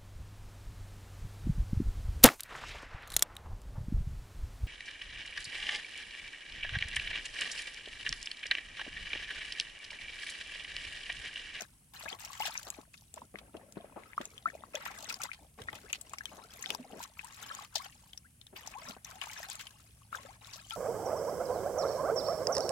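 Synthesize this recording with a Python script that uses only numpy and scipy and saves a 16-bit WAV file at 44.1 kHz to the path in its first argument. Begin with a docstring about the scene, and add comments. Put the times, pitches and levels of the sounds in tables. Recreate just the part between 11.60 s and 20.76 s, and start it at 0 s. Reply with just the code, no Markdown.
"""Two hands wash a plucked chicken in a wide basin of water, outdoors, close by.
Strokes are enveloped noise and bubbles: each sloshes, traps bubbles that ring and rise in pitch, and sprays.
Wet skin smacks and hollows gulp as decaying noise in a resonant band; splashes slap and single bubbles plop.
Behind lie a low outdoor rumble and a thin hiss of shaped noise, and a distant motor, a single sine."""
import sys
import numpy as np
from scipy import signal
from scipy.io import wavfile
from scipy.ndimage import uniform_filter1d

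SR = 44100
rng = np.random.default_rng(int(sys.argv[2]) if len(sys.argv) > 2 else 0)


def master(y):
    """Save y as 16-bit WAV."""
    cut = np.clip(np.atleast_2d(y).T, -1, 1)
    pcm = np.round(cut * 32767)  # scale
    wavfile.write(sys.argv[1], SR, pcm.astype(np.int16))


N = 403956

# handfuls of water landing: (time [s], relative churning level [dB], relative spray level [dB],
# centre of the slap [Hz])
SPLASH_EVENTS = [(0.486, -67, -56, 2600), (0.852, -52, -40, 3200), (0.947, -45.5, -53, 1770),
                 (3.252, -43.5, -48, 2140), (3.486, -45, -47, 4300), (4.148, -57, -55, 3000),
                 (5.884, -51, -84, 2500), (6.152, -68, -39, 3940), (6.959, -57, -52, 2560),
                 (7.615, -45.5, -51, 2900), (7.907, -53, -49, 4100), (7.993, -55, -49.5, 2710),
                 (8.541, -77, -49, 1200), (8.93, -79, -50.5, 4770), (9.108, -51.5, -79, 4000)]


def from_db(db):
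    """Level to amplitude: 20 dB is a factor of ten."""
    return 10 ** (np.asarray(db) / 20)


def rms_one(x):
    """Normalisation: scale to unit mean power."""
    return x / np.sqrt(np.mean(x ** 2) + 1e-20)


def at_hz(points, hz):
    """Logarithmic frequency: read a table with equal steps per octave."""
    table_hz, values = np.transpose(points)
    return np.interp(np.log(hz), np.log(table_hz), values)


def band(x, low_hz, high_hz, order=2):
    """Band limitation: a Butterworth band-pass."""
    sos = signal.butter(order, [low_hz, high_hz], "band", fs=SR, output="sos")
    return signal.sosfilt(sos, x)


def add(out, s, sound):
    """Superposition: mix a stereo sound in at time s."""
    i = int(np.clip(s * SR, 0, N - 1))
    out[:, i:i + sound.shape[1]] += sound[:, :N - i]


def panned(x, pan_db):
    """Interaural level difference: lean a sound to the left by pan_db."""
    return x * rms_one(from_db([[pan_db / 2], [-pan_db / 2]]))


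def spread(mid, side, apart):
    """Sum and difference: an unrelated side signal, opposite in the two channels, widens the sound."""
    return mid + apart * side * [[1], [-1]]


def coloured(source, spectrum):
    """Spectral shaping by third-octave bands, each with its own left-right coherence; rms 1."""
    # left-right likeness: (frequency [Hz], correlation [-1..1])
    likeness = [(60, 1), (250, 0.9), (600, 0), (1200, 0), (3000, 0.25), (12000, 0.29)]
    out = 0
    edges = 20 * 2 ** (np.arange(30) / 3)
    for k, (low, high) in enumerate(zip(edges, edges[1:])):
        if high <= spectrum[0][0] or low >= spectrum[-1][0]:
            continue
        hz = np.sqrt(low * high)
        mid, side = band(source[k % 2], low, high)  # neighbouring bands take different sources
        alike = at_hz(likeness, hz)
        stereo = spread(np.sqrt(1 + alike) * mid, np.sqrt(1 - alike) * side, 1)
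        out = out + from_db(at_hz(spectrum, hz)) * stereo
    return rms_one(out)


def evened(x, window_s):
    """Power normalisation over a short window, so that the stroke sets the loudness."""
    size = max(int(window_s * SR), 2)
    power = np.mean(x ** 2, axis=0)
    power = uniform_filter1d(uniform_filter1d(power, size), size)
    return x / np.sqrt(np.abs(power) + np.mean(power) / 100)


def patter(per_s, spread_db, life_s):
    """Shot noise: envelope of many random little impacts that decay exponentially; rms 1."""
    strength_db = spread_db * np.minimum(rng.exponential(1, N), 4.5)
    hits = (rng.random(N) < per_s / SR) * from_db(strength_db)
    power = signal.lfilter([1], [1, -np.exp(-1 / (life_s * SR))], hits ** 2 + 1e-12)
    return rms_one(np.sqrt(power))


def grit(envelope, low_hz, high_hz, apart):
    """Amplitude modulation: band-limited grains of water noise under an envelope; rms 1."""
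    mid, side = band(rng.standard_normal((2, N)) * envelope, low_hz, high_hz)
    return rms_one(spread(mid, side, apart))


def bubble(hz, t60, rise, lag):
    """Bubble resonance: it swells in a cycle or two, rings and climbs in pitch as it nears the surface."""
    t = np.arange(int((t60 + abs(lag)) * SR) + 2) / SR
    t = np.maximum(t - [[0], [lag]], 0)  # a positive lag delays the right channel
    swell = 1 - np.exp(-.8 * hz * t)
    phase = 2 * np.pi * hz * (t + rise * t * t / 2)
    return swell * from_db(-60 * t / t60) * np.sin(phase)


def swarm(low_hz, high_hz, cycles, rise, spread_db, lag_s, count):
    """Damping per cycle: of bubbles random in size and place, small ones are higher and tend to die sooner."""
    out = np.zeros((2, N))
    for when, size, strength, damping, depth, place, path in rng.random((count, 7)):
        hz = low_hz * (high_hz / low_hz) ** size
        t60 = cycles * (.5 + damping) / hz
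        ring = bubble(hz, t60, 2 * depth ** 2 * rise / t60, lag_s * (2 * path - .5))
        gain = from_db(spread_db * strength ** 2) * np.sqrt(hz)
        add(out, when * N / SR, gain * panned(ring, 12 * (place - .5)))
    return rms_one(out)


def burst(hz, t60, width, skirt_db, attack_share, apart):
    """Cavity resonance: a collapsing film shakes it, with a broad skirt; long bursts build up slowly."""
    t = np.arange(int(t60 * SR) + 400) / SR
    mid, side = rng.standard_normal((2, len(t)))
    attack = 1 - np.exp(-t / (attack_share * t60))
    shake = spread(mid, side, apart) * from_db(-60 * t / t60) * attack
    resonance = band(shake, hz / (1 + width), hz * (1 + width))
    skirt = band(shake, hz / 1.85, hz * 1.44, order=1)
    sound = resonance + from_db(skirt_db) * skirt
    # same energy as an exponential decay that starts at unit power
    energy = t60 * SR / np.log(1e6)
    return sound * np.sqrt(energy / np.mean(np.sum(sound ** 2, axis=1)))


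def surge(s, length_s, attack_s, release_s, swell_db):
    """Build-up and relaxation: moving water grows, swells or fades, drops back and leaves a weaker run-off."""
    runoff_db, runoff_s = -18, 0.12  # water runs off the bird: relative level, time constant
    t = np.maximum(np.arange(0, N, 20) / SR - s, 0)
    after = np.maximum(t - length_s, 0)
    swell = from_db(swell_db * (np.minimum(t / length_s, 1) - .5))
    body = (1 - np.exp(-t / attack_s)) * swell
    release = np.exp(-after / release_s)
    runoff = from_db(runoff_db) * np.exp(-after / runoff_s)
    return body * np.maximum(release, runoff)


def agitation():
    """Power addition: strokes and splashes join the resting water in slosh, churning and spray."""
    # strokes of the hands: (time [s], length [s], relative deep slosh level [dB],
    # relative churning level [dB], relative spray level [dB], swell from start to end [dB])
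    strokes = [(0.0, 0.025, -64, -48.5, -46, -6), (0.334, 0.11, -77, -54.5, -52.5, -2),
               (0.405, 0.13, -72, -52, -55.5, 8.5), (0.585, 0.2, -79, -53, -51.5, -1),
               (0.795, 0.2, -67.5, -49.5, -48.5, -12.5), (0.98, 0.1, -69, -61, -53, 1),
               (1.121, 0.09, -70, -58.5, -60.5, -4.5), (1.33, 0.18, -102, -85, -66.5, -14),
               (1.538, 0.11, -57.5, -67.5, -65, -8), (1.734, 0.15, -62.5, -70, -96, 6),
               (1.932, 0.23, -60, -70.5, -96, -11), (2.15, 0.35, -62, -68, -91, -15),
               (2.386, 0.14, -69.5, -61.5, -71, 0), (2.563, 0.47, -67.5, -67.5, -66.5, -13),
               (2.86, 0.26, -61, -66, -68.5, -8), (3.132, 0.21, -61.5, -49.5, -58, -2.5),
               (3.35, 0.21, -59, -53.5, -52, -2), (3.597, 0.047, -59.5, -46.5, -45.5, 7),
               (3.777, 0.048, -64.5, -85, -76.5, 21.5), (3.975, 0.05, -54, -58.5, -61, 8),
               (4.066, 0.41, -64, -64, -64, -9.5), (4.456, 0.26, -69.5, -66.5, -64.5, -3.5),
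               (4.687, 0.18, -61.5, -65, -61, -2), (4.886, 0.26, -63.5, -57, -54.5, 7.5),
               (5.149, 0.24, -56.5, -64, -66, 7), (5.361, 0.072, -82, -57, -56, 23.5),
               (5.561, 0.27, -77, -58.5, -58, 7), (5.809, 0.24, -64.5, -52, -53.5, -1),
               (6.111, 0.15, -79, -57, -58, 14.5), (6.274, 0.28, -80.5, -71.5, -66.5, -4),
               (6.95, 0.2, -66.5, -56.5, -58, 1.5), (7.18, 0.14, -58.5, -52, -53.5, 6),
               (7.451, 0.19, -68.5, -55, -58.5, -7), (7.614, 0.24, -71.5, -50, -50.5, 3.5),
               (7.877, 0.21, -77.5, -58, -58, -14), (7.998, 0.64, -79.5, -73.5, -69.5, -18.5),
               (8.516, 0.24, -64, -59, -60.5, -7), (8.808, 0.2, -73, -58, -56.5, 2),
               (8.992, 0.15, -90, -69, -56.5, 19)]
    rest_db = [-85, -83, -81]  # slosh, churning, spray: the basin never quite settles
    stroke_attack_s, stroke_release_s = 0.0041, 0.018  # time constants
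    splash_attack_s, splash_hold_s, splash_release_s = 0.0011, 0.02, 0.013
    thrown_db = -1  # droplets thrown by a splash, relative to its spray level
    steps = np.arange(0, N, 20)  # every 20th sample is enough for slow curves
    power = np.outer(from_db(rest_db) ** 2, np.ones(len(steps)))
    for s, length_s, *db, swell_db in strokes:
        course = surge(s, length_s, stroke_attack_s, stroke_release_s, swell_db)
        power += np.outer(from_db(db) ** 2, course ** 2)
    for s, churn_db, spray_db, _ in SPLASH_EVENTS:
        course = surge(s, splash_hold_s, splash_attack_s, splash_release_s, 0)
        power[1:] += np.outer(from_db([churn_db, spray_db + thrown_db]) ** 2, course ** 2)
    return [np.interp(np.arange(N), steps, np.sqrt(p)) for p in power]


def spray(mist_db, fizz_db):
    """Droplet impact: drops tick on the surface and leave tiny ringing bubbles, over a fine mist."""
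    # colour of the ticks and mist: (frequency [Hz], relative level [dB per Hz])
    colour = [(2000, -29), (3000, -2), (4000, -3), (7500, -1), (10000, -25), (13000, 6.5), (16000, -31)]
    drops = patter(per_s=420, spread_db=6.5, life_s=0.0016)
    ticks = coloured(rng.standard_normal((2, 2, N)) * (drops + from_db(mist_db)), colour)
    fizz = swarm(2700, 8200, cycles=62, rise=.14, spread_db=15, lag_s=.0002, count=3800)
    finest = swarm(8000, 15000, cycles=45, rise=.05, spread_db=26, lag_s=.0002, count=1200)
    droplets = ticks + from_db(fizz_db) * (fizz + from_db(-5.0) * finest)
    return evened(droplets, .06)


def washing(slosh_gain, churn_gain, spray_gain):
    """Air entrainment: strokes break water into grains; harder churning favours the ringing bubbles."""
    laps = patter(per_s=200, spread_db=4, life_s=0.005) + from_db(-12)
    big = swarm(420, 850, cycles=15, rise=.3, spread_db=17, lag_s=.00015, count=600)
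    middling = swarm(740, 2700, cycles=44, rise=.35, spread_db=20, lag_s=.00025, count=3000)
    # bubbles stand 2 to 6 dB above the grains
    churn_db = 20 * np.log10(churn_gain)
    trapped = from_db(np.clip(3 + .3 * (churn_db + 52), 2, 6))
    low_grit = from_db(-3) * grit(laps, 165, 290, apart=0.13)
    upper_grit = from_db(-6) * grit(laps, 414, 656, apart=0.41)
    slosh = evened(big + low_grit + upper_grit, 0.05)
    churn = evened(trapped * middling + grit(laps, 875, 2770, apart=1.0), 0.05)
    droplets = spray(mist_db=-19, fizz_db=-1.0)
    return panned(slosh_gain * slosh + churn_gain * churn + spray_gain * droplets, 3.6)


def drips(splashing, level_db, follow):
    """Bubble resonance: stray drops from hands and bird, louder while the water is being worked."""
    drops = swarm(600, 4200, cycles=14, rise=.2, spread_db=9, lag_s=.0002, count=230)
    return panned(from_db(level_db) * rms_one(splashing) ** follow * drops, 6)


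def background(rumble_db, hiss_db, air_db, motor_hz):
    """Stationary noise: rumble, hiss with a band of air, and a far motor tone that sinks, then comes up late."""
    # colours of the two noises: (frequency [Hz], relative level [dB per Hz])
    rumble_colour = [(22, -11), (35, -9.5), (55, 2.5), (80, -1), (130, -1.5), (220, -9), (400, -25),
                     (1500, -30.5), (3000, -24.5)]
    hiss_colour = [(1500, -25), (3000, 2.5), (4500, 8), (7000, 12.5), (12000, 7), (16000, 6)]
    # the distant motor: (time [s], level [dB])
    motor_course = [(0, -81), (.6, -74), (1.2, -126), (7.9, -73), (8.4, -66.5), (9.16, -66)]
    t = np.arange(N) / SR
    rumble = from_db(rumble_db) * coloured(rng.standard_normal((2, 2, N)), rumble_colour)
    hiss = panned(from_db(hiss_db) * coloured(rng.standard_normal((2, 2, N)), hiss_colour), 1.9)
    air = from_db(air_db) * rms_one(band(rng.standard_normal((2, N)), 7900, 11550, order=10))
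    motor_db = np.interp(t, *np.transpose(motor_course))
    motor = from_db(motor_db) * np.sqrt(2) * np.sin(2 * np.pi * motor_hz * t)
    return rumble + hiss + air + motor


def smacks(level_db, pan_db):
    """Impulsive excitation: short bright smacks of wet skin and landing water, scattered left of centre."""
    # smacks: (time [s], relative level [dB], centre [Hz], 60 dB decay time [s])
    smack_events = [(0.0074, -35, 6070, 0.014), (0.649, -32, 5950, 0.0066), (0.797, -36, 4670, 0.0069),
                    (1.069, -39.5, 4130, 0.0068), (1.1021, -27.5, 7500, 0.0062),
                    (1.339, -45.5, 2360, 0.022), (1.54, -38, 7700, 0.011), (1.967, -47.5, 3030, 0.013),
                    (2.123, -44.5, 6900, 0.0072), (2.654, -32.5, 6550, 0.0071), (3.153, -28, 6130, 0.0058),
                    (3.4433, -38.5, 6470, 0.01), (3.525, -32, 5460, 0.0077), (3.5414, -31.5, 5000, 0.0081),
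                    (3.617, -33, 6250, 0.01), (3.636, -31, 8550, 0.013), (4.0173, -40, 3420, 0.013),
                    (4.129, -41, 3330, 0.0085), (4.296, -43.5, 2500, 0.047), (4.329, -22.5, 6750, 0.0058),
                    (4.411, -38, 8000, 0.019), (4.4947, -42.5, 7030, 0.006), (4.5338, -39, 7460, 0.011),
                    (4.584, -37.5, 5340, 0.013), (4.6554, -28, 3300, 0.0059), (5.024, -34, 6750, 0.017),
                    (5.1035, -23, 3100, 0.009), (5.1484, -27, 5040, 0.0037), (5.645, -40.5, 8380, 0.011),
                    (5.827, -40, 7160, 0.012), (5.949, -36.5, 6900, 0.011), (6.155, -25, 5600, 0.017),
                    (6.532, -40.5, 3250, 0.011), (6.575, -38, 5470, 0.013), (6.813, -45.5, 3700, 0.012),
                    (6.8668, -45, 3530, 0.011), (7.073, -35.5, 5750, 0.014), (7.286, -38, 5500, 0.01),
                    (7.309, -39, 3350, 0.0086), (7.446, -36, 5950, 0.015), (7.6145, -30.5, 2850, 0.0082),
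                    (7.899, -33, 7100, 0.012), (7.954, -35, 7200, 0.0077), (8.0681, -40, 2900, 0.018),
                    (9.107, -31, 3130, 0.0089)]
    out = np.zeros((2, N))
    for s, db, hz, t60 in smack_events:
        sound = burst(hz, np.clip(t60, .002, .2), width=0.13, skirt_db=-7.5, attack_share=0.15, apart=1.0)
        add(out, s, from_db(db + level_db) * panned(sound, pan_db + rng.normal()))
    return out


def gulps(level_db, thud_db, thud_hz, thud_t60):
    """Cavity closure: dull gulps break up into dying runs of bubbles; deeper ones thud more in the water."""
    # air pockets closing under hand and bird: (time [s], relative level [dB], centre [Hz],
    # 60 dB decay time [s], held to 0.2 s at most in the gulp itself)
    pockets = [(0.019, -44.5, 645, 0.029), (0.455, -43, 800, 0.046), (0.523, -46.5, 674, 0.11),
               (1.066, -47, 850, 0.16), (1.185, -48, 368, 0.052), (1.741, -43, 410, 0.027),
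               (1.942, -44.5, 430, 0.087), (2.169, -39, 372, 0.054), (2.361, -43.5, 540, 0.17),
               (2.602, -40, 410, 0.052), (3.987, -47, 810, 0.065), (4.129, -43, 750, 0.039),
               (4.714, -51.5, 800, 0.44), (4.779, -50.5, 660, 0.14), (5.091, -45.5, 504, 0.32),
               (5.328, -48.5, 396, 0.16), (6.927, -52.5, 378, 0.13), (7.294, -49.5, 272, 0.032),
               (7.365, -46.5, 634, 0.022)]
    # bubbles shed by a gulp: level and fade relative to it, decay time, pitch rise as a share per s
    burble_db, burble_fade_db, burble_t60_s, burble_rise_per_s = 5, 25, 0.023, 20
    out = np.zeros((2, N))
    for s, db, hz, t60 in pockets:
        gulp = burst(hz, np.clip(t60, .002, .2), width=0.66, skirt_db=-1.0, attack_share=0.007, apart=0.53)
        add(out, s, from_db(db + level_db) * gulp)
        thud = bubble(thud_hz * np.exp(rng.normal(0, 0.098)), thud_t60, 0, 0)
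        add(out, s, from_db(db + thud_db) * (thud_hz / hz) ** 2 * thud)
        for age, octaves in rng.random(size=(6, 2)):
            ring = bubble(hz * 2 ** (2 * octaves - .5), burble_t60_s, burble_rise_per_s, 0)
            add(out, s + age * t60, from_db(db + burble_db - burble_fade_db * age) * ring)
    return panned(band(out, 65, 1800), 3.7)


def curl(start_hz, end_hz, length_s, lag):
    """Shrinking resonator: an open air pocket swells, then fades as its pitch climbs unevenly, ever faster."""
    t = np.arange(int(length_s * SR)) / SR
    age = t / length_s
    waver = 0.037 * np.interp(age, np.linspace(0, 1, 10), rng.standard_normal(10))  # share of the pitch
    hz = start_hz * (end_hz / start_hz) ** (age ** 1.5) * (1 + waver)
    swell = age * (1 - age) ** 2
    ring = swell / swell.max() * np.sin(2 * np.pi * np.cumsum(hz) / SR)
    return np.array([ring, np.interp(t - lag, t, ring)])


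def plops(level_db, ring_scale, lag_s, wobble):
    """Bubble resonance: big bubbles reach the left first, wobble in moving water; plops throw spatter."""
    # single plops and drips: (time [s], relative level [dB], starting pitch [Hz],
    # 60 dB decay time before ring_scale [s], left over right [dB])
    plop_events = [(0.374, -33.5, 4140, 0.0027, 1), (0.46, -31, 1600, 0.019, 4),
                   (0.463, -42, 610, 0.042, 0), (0.484, -28, 2380, 0.013, 23),
                   (0.501, -31, 4150, 0.012, 10), (0.528, -26.5, 3120, 0.0092, 11),
                   (0.802, -24, 797, 0.05, 6), (0.822, -23, 2700, 0.015, 5), (0.853, -28, 780, 0.02, 8),
                   (0.871, -21, 1640, 0.0061, 2), (0.977, -16.5, 5780, 0.0043, 8),
                   (1.575, -31, 950, 0.015, -2), (1.618, -31.5, 950, 0.014, -2),
                   (1.745, -20, 423, 0.0076, 3), (1.757, -19.5, 1970, 0.0036, 7),
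                   (1.95, -23, 566, 0.007, 9), (2.244, -25, 570, 0.0082, 1), (2.323, -42, 970, 0.015, 3),
                   (2.533, -24, 2000, 0.0031, 8), (2.579, -14.5, 1182, 0.013, 2),
                   (2.609, -27, 575, 0.0085, -16), (2.779, -30, 3110, 0.0064, 8),
                   (2.857, -17, 1257, 0.031, 3.5), (2.901, -31, 1710, 0.011, 8),
                   (2.951, -26, 613, 0.012, 1), (3.037, -19.5, 1090, 0.0039, 6),
                   (3.145, -26.5, 568, 0.034, 3), (3.152, -23, 2490, 0.0066, 7),
                   (3.157, -24, 3200, 0.0093, 5), (3.263, -21.5, 980, 0.007, -2),
                   (3.503, -19, 2380, 0.0056, 7), (3.511, -34, 1310, 0.025, -2),
                   (3.604, -34, 1310, 0.022, 4), (3.653, -31.5, 926, 0.026, 11),
                   (3.716, -22.5, 2220, 0.0087, 10.5), (4.086, -17.5, 1450, 0.0051, 1),
                   (4.332, -6, 2680, 0.0023, 5.5), (4.535, -20.5, 1114, 0.0069, 5),
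                   (4.584, -29, 2150, 0.0085, 7), (4.608, -26.5, 1560, 0.0081, 11),
                   (5.06, -11, 3400, 0.0019, 6), (5.149, -19, 925, 0.0079, 11),
                   (5.195, -34.5, 241, 0.063, -0.5), (5.403, -29.5, 930, 0.018, 3),
                   (5.593, -18.5, 2400, 0.0043, 9), (5.911, -29.5, 1240, 0.022, 4),
                   (5.99, -28, 1100, 0.01, 4), (7.075, -29.5, 820, 0.0092, 3), (7.67, -29, 890, 0.011, 7),
                   (8.528, -22.5, 1280, 0.011, 5), (8.548, -21.5, 1490, 0.01, 10),
                   (8.585, -39.5, 980, 0.028, 2), (8.65, -37, 524, 0.027, 5)]
    # air pockets that curl shut behind a hand: (time [s], relative level [dB],
    # nominal starting pitch [Hz], nominal final pitch [Hz], length [s])
    curl_events = [(2.625, -52, 1180, 2400, 0.019), (2.873, -39, 1720, 2720, 0.025),
                   (3.155, -51, 512, 520, 0.059), (3.688, -42.5, 1200, 2100, 0.014),
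                   (4.084, -32.5, 1740, 2640, 0.014), (4.242, -51, 390, 700, 0.028),
                   (4.605, -44, 1620, 2390, 0.019), (4.256, -51.5, 1370, 2120, 0.02),
                   (4.677, -52, 2000, 3200, 0.031), (4.78, -55, 880, 1430, 0.063),
                   (4.826, -55, 1360, 1510, 0.047), (5.039, -35, 1780, 2880, 0.0088),
                   (5.35, -55, 558, 1060, 0.077), (5.631, -47, 812, 1490, 0.05),
                   (6.193, -42.5, 1020, 1520, 0.031), (6.644, -55.5, 1300, 2730, 0.036),
                   (7.146, -41, 780, 1420, 0.058), (8.685, -48.5, 694, 1380, 0.036),
                   (9.115, -42.5, 1336, 1370, 0.053)]
    rise_per_s_per_khz = 10  # smaller bubbles climb faster: share of the pitch per s, per kHz
    curl_pan_db = 8
    spatter_db, spatter_hz, spatter_t60_s = -33, 3400, 0.13  # level relative to the plop's table entry
    rings = []
    spatter = np.zeros((2, N))
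    for s, db, hz, t60, pan_db in plop_events:
        rise = rise_per_s_per_khz * hz / 1000
        ring = bubble(hz, max(t60 * ring_scale, .002), rise, lag_s * (.5 + rng.random()))
        rings.append((s, db, pan_db, ring))
        centre_hz = np.sqrt(hz * spatter_hz)  # midway in octaves
        drops = burst(centre_hz, spatter_t60_s, width=0.6, skirt_db=0, attack_share=0.09, apart=1)
        add(spatter, s, from_db(db + spatter_db) * drops)
    for s, db, start_hz, end_hz, length_s in curl_events:
        rings.append((s, db, curl_pan_db, curl(start_hz, end_hz, length_s, lag_s)))
    out = np.zeros((2, N))
    for s, db, pan_db, ring in rings:
        t = np.arange(ring.shape[1]) / SR
        # the wobble sets in over 20 ms, so it mostly shakes the long rings
        shaken = np.interp(t, np.arange(64) / 200, rng.standard_normal(64)) * np.minimum(t / .02, 1)
        add(out, s, from_db(db + level_db) * panned(ring * (1 + wobble * shaken), pan_db))
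    return out + spatter * patter(per_s=220, spread_db=10.5, life_s=0.0036)


def slaps():
    """Cavity resonance: a handful of water hits the surface and pinches off a cavity."""
    over_spray_db, t60_s = 8.5, 0.098
    out = np.zeros((2, N))
    for s, _, spray_db, hz in SPLASH_EVENTS:
        slap = burst(hz, t60_s, width=0.29, skirt_db=-9.5, attack_share=0.037, apart=1.0)
        add(out, s, from_db(spray_db + over_spray_db) * slap)
    return panned(out, 5.3)


def bumps(t60):
    """Low-frequency impact: the bird is turned over and bumps softly against the basin floor."""
    # bumps: (time [s], level [dB], centre [Hz])
    bump_events = [(3.999, -48.5, 91), (4.11, -54.5, 92.5)]
    out = np.zeros((2, N))
    for s, db, hz in bump_events:
        add(out, s, from_db(db) * burst(hz, t60, width=.5, skirt_db=-15, attack_share=.05, apart=.1))
    return out


def basin(x, t60, wet_db):
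    """Reflection as convolution: the basin wall and the ground send back a short scatter of echoes."""
    t = np.arange(SR // 4) / SR
    decay = from_db(-60 * t / t60) * (t > .002)  # nothing returns in the first 2 ms
    echoes = band(rng.standard_normal((2, len(t))) * decay, 200, 9000)
    echoes = echoes / np.sqrt(np.sum(echoes ** 2, axis=1, keepdims=True))
    return x + from_db(wet_db) * signal.fftconvolve(x, echoes, axes=1)[:, :N]


def scene():
    """Superposition: water sounds with the basin's echoes, soft bumps and the background."""
    slosh_gain, churn_gain, spray_gain = agitation()
    water = washing(slosh_gain, churn_gain, spray_gain)
    water = water + drips(np.maximum(churn_gain, spray_gain), level_db=-62, follow=.75)
    water = water + smacks(level_db=3.5, pan_db=6.5)
    water = water + gulps(level_db=2.5, thud_db=24.0, thud_hz=217, thud_t60=0.033)
    water = water + plops(level_db=1.16, ring_scale=1.33, lag_s=0.00019, wobble=0.45)
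    water = basin(water + slaps(), t60=0.04, wet_db=-15.5)
    behind = background(rumble_db=-64.5, hiss_db=-73.5, air_db=-69.0, motor_hz=110.4)
    return water + bumps(t60=0.22) + behind


def record(dry):
    """Band limitation: a steep elliptic low-pass cuts the top."""
    cutoff_hz = 16200
    return signal.sosfilt(signal.ellip(10, .1, 80, cutoff_hz, fs=SR, output="sos"), dry)


dry = scene()
out = record(dry)
master(out)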